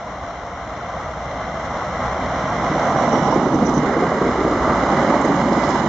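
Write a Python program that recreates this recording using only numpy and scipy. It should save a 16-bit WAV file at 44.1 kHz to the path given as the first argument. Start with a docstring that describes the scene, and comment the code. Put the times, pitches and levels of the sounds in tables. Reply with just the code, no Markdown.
"""A rural branch line: two coupled diesel railcars approach and pass a few metres from a camcorder.
Noise shaped by each part's spectrum gives rail roar, sleeper rumble, wheel ring and tread hiss.
Short ringing blows make the thumps; bursts of shaped noise make clacks, scrapes and cracking grit.
Underfloor engines drone beneath as sine lines at multiples of the firing rate, with pulsing exhaust noise.
The train pans from left to right; the camcorder adds three fixed notches and cuts the top treble."""
import sys
import numpy as np
from scipy import signal
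from scipy.fft import rfft, irfft
from scipy.io import wavfile
from scipy.ndimage import uniform_filter1d, map_coordinates

SR = 44100
rng = np.random.default_rng(int(sys.argv[2]) if len(sys.argv) > 2 else 0)


def persist_wave(psi):
    """Save psi, clipped to +-1, as 16-bit WAV."""
    counts = np.round(np.clip(psi, -1, 1) * 32767).astype(np.int16)
    wavfile.write(sys.argv[1], SR, np.atleast_2d(counts).T)


N = 259308
TIME = np.arange(N) / SR
FREQS = np.maximum(np.fft.rfftfreq(N, 1 / SR), 1)

SPEED_M_S, TRACK_M = 9.86, 4.82  # speed of the train, distance to the rails
SOUND_M_S = 343
FIRING_HZ = 59.43  # engine firing rate as heard at the start, before it wanders
# Tone colour of rails, sleepers and hiss, far off and alongside: [f/Hz, relative level per Hz/dB]
RAIL_AHEAD = [(380, -21), (460, -6.5), (540, -4), (660, -2), (750, -1.5), (840, -2.5), (900, -8.5),
              (1040, -3), (1170, -9.5), (1330, -9.5), (1600, -27)]
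RAIL_BESIDE = [(380, -1.5), (460, -9), (545, 4), (680, -1), (800, 1.5), (900, -1), (975, -0.5), (1100, -3),
               (1205, -4.5), (1330, -14.5), (1600, -22.5)]
SLEEPERS_AHEAD = [(60, -20.5), (105, -7.5), (140, 2), (215, 0), (280, -1.5), (330, -5), (450, -15.5),
                  (700, -33.5)]
SLEEPERS_BESIDE = [(60, -26.5), (105, -11), (160, 0.5), (205, 1), (250, 3), (310, -2), (400, -3.5),
                   (500, -20), (750, -27.5)]
HISS_AHEAD = [(2000, -9.5), (2700, 2.5), (3100, -2), (3500, 0), (4200, -3), (4900, -7.5), (5350, -3),
              (5750, 0), (6400, -7.5), (7600, -15)]
HISS_BESIDE = [(2000, -17), (2800, 3), (3400, -1), (4200, 0.5), (4800, -1), (5150, 1), (5800, -4),
               (6500, -2.5), (7600, -11)]
# Tone colour of wheel webs, exhaust gas and floor panels: [f/Hz, relative level per Hz/dB]
WHEEL_WEB = [(950, -13.5), (1150, 2.5), (1320, -0.5), (1550, -3.5), (1780, -8.5), (2020, -2), (2180, -8.5),
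             (2350, -16), (2600, -24.5), (3200, -46.5)]
EXHAUST = [(20, -22), (38, -7), (58, 1), (73, 2.5), (100, -1), (160, -10.5), (300, -25.5), (700, -55)]
FLOOR_PANELS = [(90, -16), (150, 0), (200, -2.5), (260, -15.5), (330, -1.5), (390, 0.5), (470, 0),
                (560, -12), (700, -14)]
# Ringing modes of the wheels: [f/Hz, width/Hz, relative level/dB]
WHEEL_MODES = [(2070, 110, 2), (3030, 78, 0.5), (3960, 49, -2)]
# Narrow ringing of rails and wheels heard ahead of the train: [f/Hz, width/Hz, level/dB]
AHEAD_MODES = [(618, 24, -28), (674, 14, -28.5), (3100, 110, -50), (5440, 100, -48.5)]
# Engine lines: [multiple of the firing rate, relative level/dB]
ENGINE_ORDERS = [(1, 4.5), (1.25, -6.5), (2, -2.5), (2.671, -16), (4, -13), (5, -8)]
# Bogies, each with its engine: [t abreast/s, then base level/dB of rumble, roar, web, hiss, engine]
BOGIES = [(3.02, -22.5, -20.5, -27, -39.5, -39.5), (5.0, -23, -21, -29, -41, -40),
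          (5.83, -25.5, -24, -26.5, -39, -41.5)]
# Thumps of worn treads: [t/s, level before a common trim/dB, f where the blow is strongest/Hz]
THUMPS = [(2.70, -10.5, 210), (2.755, -13.5, 240), (3.131, -4.5, 240), (3.352, -4, 262),
          (3.413, -11.5, 230), (3.461, -6.5, 270), (3.536, -5, 231), (3.623, -5.5, 270), (3.766, -3, 210),
          (3.966, -3.5, 320), (4.021, -6, 393), (4.211, -3, 338), (4.266, -5.5, 280), (4.446, -5, 352),
          (4.507, -8.5, 306), (4.701, -6, 215), (5.209, -10.5, 250), (5.244, -8, 296), (5.293, -5.5, 280),
          (5.512, -6.5, 242), (5.565, -8, 358)]
# What a thump rings in bogie and track: [f before detuning/Hz, relative level/dB, t60/s]
BOGIE_MODES = [(155.7, -3, .11), (205, -2, .08), (249.5, -3, .14), (322.8, -1, .11), (391, -2, .08),
               (465, -1, .09), (560, -2, .08), (672, 1, .07)]
# Flange scrapes: [t at lift-off/s, length/s, f at lift-off/Hz, width/Hz, level/dB]
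SCRAPES = [(3.35, .95, 5640, 150, -43.5), (3.13, .09, 5950, 600, -47), (3.35, .14, 5250, 300, -46.5),
           (3.35, .4, 2950, 200, -46), (3.465, .06, 5850, 350, -46), (3.558, .07, 5900, 400, -44.5),
           (3.603, .008, 5900, 400, -44), (3.668, .03, 5900, 330, -37.5), (3.693, .025, 6000, 380, -40),
           (3.75, .017, 6150, 520, -34.5), (3.78, .035, 5950, 300, -39), (5.74, .35, 5130, 200, -48)]
# Wheels clacking on the rail head: [t/s, level before the burst's rise and decay/dB]
CLACKS = [(2.712, -18), (2.94, -19), (2.957, -17), (3.012, -18), (3.073, -18), (3.13, -13.5), (3.324, -9),
          (3.527, -13), (3.722, -14), (4.113, -12), (4.691, -13.5), (4.755, -18), (4.857, -13),
          (4.919, -12.5), (4.974, -14.5), (5.12, -13.5), (5.248, -25)]
# Rough patches of rail that make the roar surge: [t at the height/s, half length/s, boost/dB]
SURGES = [(2.948, .026, 1.5), (3.095, 0.034, 1), (3.29, 0.021, 3), (4.68, 0.037, 1), (5.148, 0.039, 3)]
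# Parts of body and running gear that boom going by: [t abreast/s, f/Hz, width/Hz, level/dB]
BOOMS = [(3.0, 713, 129.3, -25), (3.6, 251, 59.3, -21), (4.47, 374, 110, -25.5), (4.72, 1247, 169, -27),
         (5.33, 273, 59.4, -23.5), (5.72, 970, 69.6, -28.5)]
# Grit cracking under the wheels: [t/s, f/Hz, level at onset/dB]
TICKS = [(5.213, 7000, -40.5), (5.248, 6500, -37), (5.352, 6200, -39), (5.529, 4900, -32.5),
         (5.634, 4300, -32), (5.668, 5000, -37), (5.69, 6700, -38), (5.705, 5100, -35.5),
         (5.74, 5000, -36.5), (5.794, 4000, -37)]
# Level moves of the wheels' singing: [t/s, level/dB]
WHEEL_LEVEL = [(3.05, -1.5), (3.32, -2), (3.39, -2), (3.79, -2.5), (3.89, 2.5), (4.45, -1), (4.72, -1.5),
               (5.12, 0.5), (5.42, -1), (5.7, -1.5)]
# Drone level, sinking behind the front skirts, swelling under the first car's rear: [t/s, level/dB]
DRONE_LEVEL = [(.3, 0.5), (1.1, 2), (1.6, 0), (1.95, 2.5), (2.7, -1), (3.0, -2), (3.45, -1.5), (3.75, 2.5),
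               (4.1, 0), (4.75, 2), (5.05, 0.5), (5.25, -2), (5.8, 2.5)]
# How much of the left-right bearing each wavelength shows: [f/Hz, share 0-1]
SHADOW = [(250, .03), (800, .3), (1700, .72), (3400, 1)]
# Unlikeness of the two microphone signals: [f/Hz, side minus mid level/dB]
SPREAD = [(50, -21), (130, -30), (300, -31.5), (600, -25), (1000, -18), (1350, -14), (1750, -4.5),
          (2050, -9.5), (2500, -1), (4000, -4), (7000, -3)]
# Microphone sensitivity: [f/Hz, left minus right level/dB]
SHADING = [(50, -.7), (300, -.7), (700, -.6), (1200, -.7), (2000, -.9), (4000, 0)]
# Camcorder notches: [f/Hz, width/Hz]
NOTCHES = [(2600, 330), (4600, 520), (5435, 190)]
# How each part carries: [loss per doubling of distance/dB, level far ahead minus abreast/dB]
SLEEPER_SPREAD = (6.47, -2.6)
RAIL_SPREAD = (5.06, -0.33)
WEB_SPREAD = (5.5, 3.3)
HISS_SPREAD = (4.6, 0.58)
AHEAD_SPREAD = (6.7, 0)
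ENGINE_SPREAD = (4.86, 8.8)
BOOM_SPREAD = (34, 0)


def undb(db):
    """Decibels to gain."""
    return 10 ** (np.asarray(db) / 20)


def unit(x):
    """Scale to rms 1."""
    return x / np.sqrt(np.mean(x ** 2))


def across(points):
    """Spread (Hz, value) points over all frequencies, evenly per octave."""
    hz, value = np.transpose(points)
    return np.interp(np.log(FREQS), np.log(hz), value)


def over_time(points):
    """Gain that follows (s, dB) points."""
    return undb(np.interp(TIME, *np.transpose(points)))


def colour(points):
    """Gain of a (Hz, dB) spectrum that falls away beyond its ends."""
    hz = np.transpose(points)[0]
    skirt = np.minimum(FREQS / hz.min(), 1) * np.minimum(hz.max() / FREQS, 1)
    return undb(across(points)) * skirt ** 4


def resonance(hz, width):
    """Gain of a single steep-sided resonance."""
    return 1 / (1 + ((FREQS - hz) / width) ** 2)


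def walk(rate):
    """Random levels held 1 / rate s and smoothed twice; rms 1."""
    k = int(SR / rate)
    steps = np.repeat(rng.standard_normal(N // k + 1), k)
    smooth = uniform_filter1d(uniform_filter1d(steps, k), k)
    return unit(smooth[:N])


def radiate(gain, drive=1):
    """Random force through a response; short waves reach the two microphones unalike."""
    noise = rng.standard_normal((2, N)) * drive
    mid, side = rfft(noise) * gain
    side = side * undb(across(SPREAD))
    return irfft(np.array([mid + side, mid - side]), N) / np.std(irfft(mid, N))


def glide(x, factor):
    """Shift all frequencies of both channels by a changing factor."""
    read_at = np.cumsum(factor) % (N - 1)
    return np.array([map_coordinates(ear, [read_at], order=3) for ear in x])


def along(abreast_s):
    """Metres travelled past the camcorder, one row per source."""
    return SPEED_M_S * (TIME - np.reshape(abreast_s, (-1, 1)))


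def go_by(abreast_s, db, spread):
    """Joint gain of moving sources: each weakens with distance and throws its sound ahead or behind."""
    fall_db, ahead_db = spread
    metres = along(abreast_s)
    distance = np.hypot(metres, TRACK_M)
    loss_db = fall_db * np.log2(distance / TRACK_M)
    gain = undb(np.reshape(db, (-1, 1)) - loss_db - ahead_db * metres / distance)
    return np.sqrt(np.sum(gain ** 2, axis=0))


def doppler_shift(abreast_s, recede=.65):
    """Pitch sinks as the front draws level; wheels still to come then hold it up."""
    metres, = along(abreast_s)
    return 1 - SPEED_M_S / SOUND_M_S * np.minimum(metres / np.hypot(metres, TRACK_M), recede)


def nearness_of_colour(centre_s=3.46, rise_s=0.74, far=0.064, near=0.88):
    """Share of the alongside colour, rising gently as the train reaches the near track."""
    return far + (near - far) * (1 + np.tanh((TIME - centre_s) / rise_s)) / 2


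def passing(ahead, beside, share, drive):
    """Crossfade, at equal power, from the far-off colour to the alongside one."""
    far = np.sqrt(1 - share) * radiate(colour(ahead), drive)
    return far + np.sqrt(share) * radiate(colour(beside), drive)


def contact(rough_db=0.5, grit_db=0.78):
    """Strength of the wheel-rail force: it shakes slowly and quickly on rough steel."""
    return undb(rough_db * walk(23.66) + grit_db * walk(300))


def sleeper_rumble(share, force, lump_db=-0.1, drift=.07):
    """Unevenly bedded sleepers rumble in slight lumps and with wandering pitch."""
    lumpy_force = force * undb(lump_db * walk(25))
    rumble = passing(SLEEPERS_AHEAD, SLEEPERS_BESIDE, share, lumpy_force)
    return glide(rumble, 1 + drift * walk(12))


def surges():
    """Gain of the rail roar: it swells briefly on each rough patch."""
    return undb(sum(db * np.exp(-((TIME - s) / half) ** 2) for s, half, db in SURGES))


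def rail_roar(share, force):
    """Rough wheels shake the rails into a broad roar that surges on rough patches."""
    return surges() * passing(RAIL_AHEAD, RAIL_BESIDE, share, force)


def wheel_webs(force):
    """The contact force shakes the wheel webs into a mid-treble noise."""
    return radiate(colour(WHEEL_WEB), force)


def tread_hiss(share, force):
    """The wheel-rail contact gives off a treble hiss whose colour changes on approach."""
    return passing(HISS_AHEAD, HISS_BESIDE, share, force)


def wheel_ring(doppler, force, waver_db=-2.0):
    """Narrow wheel modes sing on and sink in pitch as the train draws level."""
    modes = sum(undb(db) * resonance(hz, width) for hz, width, db in WHEEL_MODES)
    return glide(radiate(modes, force), doppler) * undb(waver_db * walk(9.5))


def ringing_ahead(abreast_s, doppler, fade_s=0.69, waver_db=2.5):
    """Narrow rail and wheel modes sound before the train arrives, each wavering, gone once it is level."""
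    ahead = np.clip((abreast_s - TIME) / fade_s, 0, 1)
    modes = 0
    for hz, width, db in AHEAD_MODES:
        modes = modes + undb(db + waver_db * walk(5)) * radiate(resonance(hz, width))
    return ahead * go_by(abreast_s, 0, AHEAD_SPREAD) * glide(modes, doppler)


def engines(doppler, wander=.008, load_db=1.5, firing_db=-4.5, gas_db=-1.2):
    """Firing lines that waver with the load, and exhaust noise puffing at the firing rate."""
    rate_hz = FIRING_HZ * doppler / doppler[0] * (1 + wander * walk(14))
    phase = 2 * np.pi * np.cumsum(rate_hz) / SR
    drone = 0
    for multiple, db in ENGINE_ORDERS:
        line = np.sin(multiple * phase + rng.uniform(0, 2 * np.pi))
        drone = drone + undb(db + load_db * walk(10)) * line
    exhaust = radiate(colour(EXHAUST), 1 + .5 * np.cos(phase))
    return undb(firing_db) * unit(drone) + undb(gas_db) * exhaust


def flanges(wheel_db=-7, waver=.008, rise=0.93, lift_s=0.016, chatter_db=3, chatter_per_s=220, sag_per_s=0.073):
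    """Flanges press on the rail head, chatter as they stick and slip, sag in pitch and let go quickly."""
    out = 0
    # each scrape also stirs the middle wheel mode
    wheel = undb(wheel_db) * resonance(*WHEEL_MODES[1][:2])
    for s, length, hz, width, db in SCRAPES:
        # rise: share of the length spent building up
        press = np.clip((TIME - s + length) / (rise * length), 0, 1)
        touch = press * np.clip(1 - (TIME - s) / lift_s, 0, 1)
        scrape = radiate(resonance(hz, width) + wheel, undb(chatter_db * walk(chatter_per_s)))
        pitch = 1 + sag_per_s * np.clip(s - TIME, 0, length) + waver * walk(30)
        out = out + undb(db) * touch * glide(scrape, pitch)
    return out


def thumps(push_s=0.0054, knock_db=-4, scatter=0.048, focus_db=6):
    """Worn spots on the treads knock bogie and track into a short ring of slightly detuned modes."""
    out, age = np.zeros(N), TIME[:SR // 4]
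    hz, mode_db, t60 = np.transpose(BOGIE_MODES)[:, :, None]
    for s, db, centre in THUMPS:
        detune = 1 + scatter * rng.standard_normal(hz.shape)
        # modes weaken with the square of their octaves from the blow's centre
        size = undb(mode_db - focus_db * np.log2(hz / centre) ** 2)
        tone = np.sin(2 * np.pi * (hz * detune * age + rng.random(hz.shape)))
        ring = (size * np.exp(-np.log(1000) * age / t60) * tone).sum(axis=0)
        ring = ring * (1 - np.exp(-age / push_s))
        blow = ring / np.abs(ring).max() * undb(db + knock_db)
        start = int(s * SR)
        out[start:start + len(age)] += blow[:N - start]
    return out


def clacks(push_s=.005, decay_s=0.016):
    """A wheel drops onto a dent in the rail head: the rail's own colour bursts out and dies quickly."""
    blows = 0
    for s, db in CLACKS:
        age = np.maximum(TIME - s, 0)
        blows = blows + undb(db) * (1 - np.exp(-age / push_s)) * np.exp(-age / decay_s)
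    return blows * radiate(colour(RAIL_BESIDE))


def booms(force, shake_db=0.5):
    """Parts of the cars resound in a band of their own, heard only while nearly abreast."""
    out = 0
    for s, hz, width, db in BOOMS:
        shaken = force * undb(shake_db * walk(40))
        out = out + go_by(s, db, BOOM_SPREAD) * radiate(resonance(hz, width), shaken)
    return out


def floor_drum(force, abreast_s=4.02, level_db=-22, spread=(17.3, 0), shake_db=2.0):
    """Floor panels drum as the first car's middle goes by; a steep loss keeps them close-up."""
    return go_by(abreast_s, level_db, spread) * radiate(colour(FLOOR_PANELS), force * undb(shake_db * walk(30)))


def ticks(width_hz=900, decay_s=0.0096, crackle_db=3):
    """A grain of grit bursts under a wheel with a short bright crackle."""
    out = 0
    for s, hz, db in TICKS:
        fade = (TIME >= s) * np.exp(-np.abs(TIME - s) / decay_s)
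        out = out + undb(db) * fade * radiate(resonance(hz, width_hz), undb(crackle_db * walk(400)))
    return out


def bearing(abreast_s, pan_db=-7.5, swing_db=11, turn_m=7):
    """Left minus right in dB at full shading: the nearest wheels pull hardest."""
    metres = along(abreast_s)
    nearness = 1 / (metres ** 2 + TRACK_M ** 2)
    return pan_db - swing_db * np.average(metres / np.hypot(metres, turn_m), axis=0, weights=nearness)


def place(x, pan_db):
    """The train sweeps from left to right; the camcorder body shades mostly the short waves."""
    centres, shares = np.transpose(SHADOW)
    out, spectrum = 0, rfft(x)
    for share, band in zip(shares, np.eye(len(shares))):
        ears = undb(share * np.array([pan_db, -pan_db]) / 2)
        ears = ears / np.sqrt(np.mean(ears ** 2, axis=0))  # equal power at every moment
        out = out + irfft(spectrum * across(np.transpose([centres, band])), N) * ears
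    return out


def scene(ring_db=-5, ring_beside_db=-6.0):
    """One contact force drives sleepers, panels, rails, wheels and booms; engines and blows join in."""
    abreast_s, rumble_db, rail_db, web_db, hiss_db, engine_db = np.transpose(BOGIES)
    share = nearness_of_colour()
    doppler = doppler_shift(abreast_s[0])
    force = contact()
    singing = over_time(WHEEL_LEVEL)
    treads = go_by(abreast_s, hiss_db, HISS_SPREAD)

    sleepers = go_by(abreast_s, rumble_db, SLEEPER_SPREAD) * sleeper_rumble(share, force)
    rails = go_by(abreast_s, rail_db, RAIL_SPREAD) * rail_roar(share, force)
    webs = singing * go_by(abreast_s, web_db, WEB_SPREAD) * wheel_webs(force)
    hiss = treads * tread_hiss(share, force)
    # the ring stands out most while the wheels are still some way off
    ring = singing * treads * undb(ring_db + ring_beside_db * share) * wheel_ring(doppler, force)
    early_ring = ringing_ahead(abreast_s[0], doppler)
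    drone = go_by(abreast_s, engine_db, ENGINE_SPREAD) * over_time(DRONE_LEVEL) * engines(doppler)

    rolling = sleepers + rails + webs + hiss + ring + early_ring
    blows = flanges() + thumps() + clacks() + ticks()
    bodies = booms(force) + floor_drum(force)
    return place(rolling + drone + blows + bodies, bearing(abreast_s))


def record(dry):
    """The right microphone is a little more sensitive; three fixed notches and a steep low-pass follow."""
    shade_db = across(SHADING)
    out = irfft(rfft(dry) * undb(np.array([shade_db, -shade_db]) / 2), N)
    for hz, width in NOTCHES:
        out = signal.lfilter(*signal.iirnotch(hz, hz / width, fs=SR), out)
    # order 12, 0.2 dB ripple, 80 dB stop band, 7590 Hz edge
    low_pass = signal.ellip(12, .2, 80, 7590, fs=SR, output="sos")
    return signal.sosfilt(low_pass, out)


dry = scene()
out = record(dry)
persist_wave(out)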